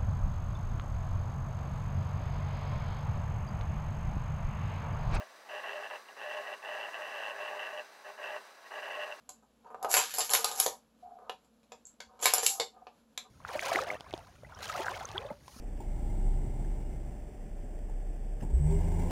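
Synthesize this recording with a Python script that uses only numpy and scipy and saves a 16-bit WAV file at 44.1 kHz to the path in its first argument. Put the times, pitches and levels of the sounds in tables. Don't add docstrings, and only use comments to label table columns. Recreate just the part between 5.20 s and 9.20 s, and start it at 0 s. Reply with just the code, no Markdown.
import sys
import numpy as np
from scipy import signal
from scipy.fft import rfft, irfft, next_fast_len
from scipy.io import wavfile
from scipy.ndimage import uniform_filter1d

SR = 44100
rng = np.random.default_rng(int(sys.argv[2]) if len(sys.argv) > 2 else 0)


def to_wav(sig):
    pcm = np.clip(np.atleast_2d(sig), -1, 1) * 32767
    pcm = np.round(pcm).astype(np.int16)
    wavfile.write(sys.argv[1], SR, pcm.T)


N = 176400
TIME = np.arange(N) / SR
SPIN_HZ = 106.8


def from_db(db):
    return 10 ** (np.asarray(db) / 20)


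def unit_level(x):
    return x / np.sqrt(np.mean(x ** 2) + 1e-20)


def drift(rate_hz):
    hz = np.arange(N // 2 + 1) * SR / N
    return unit_level(irfft(rfft(rng.standard_normal(N)) / (1 + (hz / rate_hz) ** 2), N))


def envelope(rows, attack_s=.0025, release_s=.009):
    loudness = 0
    for start, end, db in rows:
        rise = 1 - np.exp(-np.clip(TIME - start, 0, None) / attack_s)
        fall = np.exp(-np.clip((TIME - end) / release_s, 0, 20))
        loudness = np.maximum(loudness, from_db(db) * rise * fall)
    return loudness


def colour(x, curve):
    size = next_fast_len(N + SR // 4)
    size += size % 2
    hz, db = np.transpose(curve)
    grid_hz = np.maximum(np.arange(size // 2 + 1) * SR / size, 1)
    gain = from_db(np.interp(np.log(grid_hz), np.log(hz), db))
    cepstrum = irfft(np.log(gain))
    cepstrum[1:size // 2] *= 2
    cepstrum[size // 2 + 1:] = 0
    return irfft(rfft(x, size) * np.exp(rfft(cepstrum)))[:N]


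# f/Hz, width/Hz, full boost/dB
RESONANCES = [(408.4, 8.6, 14.5), (542, 80, 6), (669, 34, 5.5), (767, 10, 3.5), (829, 41, 4.5),
              (995, 11.5, 7), (1086, 15.4, 12), (1153, 20, 11), (1297, 44, 4), (1510, 16, 9.5),
              (1584, 16, 6), (1662, 23, 8), (1732, 24, 7.5), (1889, 28, 7), (1979, 57, 5.5), (2677, 49, 9),
              (2730, 26, 5), (2873, 35, 4.5)]
def housing(x, share):
    for hz, width, db in RESONANCES:
        r = np.exp(-np.pi * width / SR)
        feedback = [1, -2 * r * np.cos(2 * np.pi * hz / SR), r * r]
        band = signal.lfilter(np.array([1, 0, -1]) * (1 - r * r) / 2, feedback, x)
        x = x + (from_db(share * db) - 1) * band
    return x


def strike_housing(force, curve):
    click = colour(signal.unit_impulse(N), curve)[:SR // 4]
    response = housing(click, share=.98)
    return signal.fftconvolve(force, response / np.linalg.norm(response))[:N]


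# start t/s, end t/s, relative level/dB
SCRAPES = [(0.0, .025, -45.5), (.245, .275, -55), (.284, .303, -43.5), (.303, .405, -43),
           (.405, .43, -47.5), (.43, .55, -41.5), (.55, .672, -43), (.698, .765, -42), (.883, .896, -48),
           (.964, .997, -47), (1.0, 1.21, -42.5), (1.21, 1.26, -43.5), (1.26, 1.345, -41.5),
           (1.42, 1.44, -44), (1.446, 1.69, -41), (1.69, 1.735, -49.5), (1.735, 1.94, -42.5),
           (1.94, 2.125, -41.5), (2.125, 2.175, -43.5), (2.18, 2.49, -41), (2.49, 2.565, -43),
           (2.57, 2.607, -45), (2.843, 2.872, -47.5), (2.872, 2.908, -47), (2.975, 3.02, -45.5),
           (3.018, 3.175, -41.5), (3.44, 3.465, -51.5), (3.505, 3.56, -42.5), (3.56, 3.598, -40),
           (3.618, 3.85, -41), (3.85, 3.91, -44), (3.912, 3.935, -49)]
# f/Hz, relative level/dB
TICK_TONE = [(90, -56.5), (330, -19.5), (450, -11), (610, -0.5), (850, 0), (1130, -6), (1240, -6),
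             (1400, -10.5), (1600, -2.5), (1970, -3), (2130, -14.5), (2550, -9), (2760, -6.5), (3000, -7.5),
             (3170, -22), (4500, -33), (10800, -46), (11850, -29), (12900, -44), (15000, -55)]
def scraping(hits_per_s=2000, spread_db=2.0, bunching=.6):
    density = 1 + bunching * np.cos(2 * np.pi * SPIN_HZ * TIME + drift(4))
    hits = rng.random(N) < hits_per_s * density / SR
    force = hits * from_db(spread_db * rng.standard_normal(N)) * rng.choice([-1, 1], N)
    force /= np.sqrt(uniform_filter1d(force ** 2, size=1200) + 1e-9)
    return strike_housing(force * envelope(SCRAPES), TICK_TONE)


# start t/s, end t/s, relative level/dB
RINGS = [(0.0, .025, -46), (.31, .4, -48.5), (.45, .48, -47), (.54, .605, -43.5), (.705, .755, -49),
         (1.04, 1.105, -44.5), (1.145, 1.215, -42.5), (1.28, 1.33, -46.5), (1.48, 1.69, -48.5),
         (1.79, 1.85, -45.5), (1.93, 1.98, -47.5), (2.075, 2.11, -49.5), (2.18, 2.43, -48.5),
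         (2.53, 2.61, -45.5), (2.848, 2.92, -52.5), (2.985, 3.04, -52.5), (3.06, 3.12, -48.5),
         (3.12, 3.165, -43), (3.54, 3.73, -52), (3.77, 3.85, -43), (3.88, 3.935, -48)]
def ringing(pitch_hz=605, wander_hz=5, flutter_db=.1):
    phase = 2 * np.pi * np.cumsum(pitch_hz + wander_hz * drift(37.6)) / SR
    loudness = envelope(RINGS, attack_s=.0012) * from_db(flutter_db * drift(38))
    return np.sqrt(2) * np.sin(phase) * loudness


# f/Hz, relative level/dB
AIR_TONE = [(25, -34), (100, -27), (170, -20), (300, -8.5), (450, -5), (600, -0.5), (900, 0), (1100, -2.5),
            (1260, -3.5), (1550, -1.5), (2200, -6), (2900, -12), (3550, -12.5), (4000, -6), (4400, -13.5),
            (4900, -8.5), (5450, -16), (5950, -9), (6500, -17.5), (9100, -18.5), (10300, -23.5),
            (11200, -21.5), (11750, -22.5), (12700, -24.5), (15800, -27)]
# f/Hz, relative level/dB
WHINES = [(215, -84.5), (1513, -74.5), (1665, -77), (3758, -88), (5739, -88), (6067, -92), (11698, -85.5)]
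def fans(air_db=-56, flicker_db=.79, wander_hz=5.88):
    air_gain = from_db(air_db + flicker_db * drift(30))
    air = housing(colour(rng.standard_normal(N), AIR_TONE), share=.65)
    hiss = air_gain * unit_level(air)
    whine = 0
    for hz, db in WHINES:
        phase = 2 * np.pi * np.cumsum(hz + wander_hz * drift(14.2)) / SR
        whine += from_db(db) * np.sqrt(2) * np.sin(phase)
    return hiss + whine


def noise_suppressor(background, open_db=4, lag_s=.041):
    target = np.minimum(envelope(SCRAPES) / from_db(-47), 1)
    smoothing = np.exp(-1 / (lag_s * SR))
    opening = signal.lfilter([1 - smoothing], [1, -smoothing], target)
    return background * from_db(open_db * opening)


# start t/s, end t/s, relative level/dB
KNOCK_RUNS = [(.2935, 0.404, -47.5), (0.435, .478, -45.5), (.4842, .535, -41.5), (0.557, 0.573, -46),
              (.635, 0.671, -44.5), (0.7015, .716, -44), (0.757, 0.763, -48), (0.886, .893, -52),
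              (0.997, 1.08, -47), (1.102, 1.188, -42.5), (1.274, 1.278, -40.5), (1.3279, 1.341, -44),
              (1.449, 1.463, -41.5), (1.477, 1.585, -45), (1.601, 1.666, -41.5), (1.734, 1.767, -44),
              (1.811, 1.93, -46.5), (1.943, 2.027, -42.5), (2.0354, 2.086, -40), (2.0984, 2.112, -41.5),
              (2.204, 2.288, -44), (2.394, 2.477, -42), (2.576, 2.6, -40), (3.031, 3.11, -43),
              (3.164, 3.179, -48), (3.554, 3.598, -48), (3.62, 3.69, -48), (3.704, 3.771, -43),
              (3.797, 3.85, -42), (3.9144, 3.929, -41.5)]
# f/Hz, relative level/dB
CRACK_TONE = [(105, -68.5), (380, -15.5), (800, -3.5), (1300, -11.5), (1850, 2.5), (2200, -17), (2570, -6),
              (2730, 5), (2960, 1.5), (3170, -8), (4000, -21), (6000, -34), (15000, -50)]
def knocking(speed_spread=.008, jitter_s=.00009, spread_db=1.5, bounce_s=.000984, bounce_db=-7):
    force = np.zeros(N + SR)
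    for start, end, db in KNOCK_RUNS:
        spin_hz = SPIN_HZ * (1 + speed_spread * rng.standard_normal())
        turns = np.arange(start, end, 1 / spin_hz)
        jitter, strength, bounce = rng.standard_normal((64, 3))[:len(turns)].T
        knock_times = turns + jitter_s * jitter
        bounce_times = knock_times + bounce_s * np.exp(.3 * bounce)
        gain = from_db(db + spread_db * strength) * np.sqrt(SR / SPIN_HZ)
        force[(knock_times * SR).astype(int)] -= gain
        force[(bounce_times * SR).astype(int)] -= gain * from_db(bounce_db)
    return strike_housing(force[:N], CRACK_TONE)


def reflections(x, fade_s=.28):
    t = TIME[:SR // 2]
    tail = rng.standard_normal(len(t)) * 1000 ** (-t / fade_s)
    return signal.fftconvolve(x, tail / np.linalg.norm(tail))[:N]


def scene():
    grinding = from_db(-1.5) * scraping() + from_db(-3) * knocking()
    echoes = from_db(-15) * reflections(grinding)
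    return (grinding + echoes + from_db(-.5) * ringing() + noise_suppressor(fans()))[None]


def record(dry, cutoff_hz=15750):
    return signal.sosfilt(signal.ellip(12, .1, 80, cutoff_hz, fs=SR, output="sos"), dry)


dry = scene()
out = record(dry)
to_wav(out)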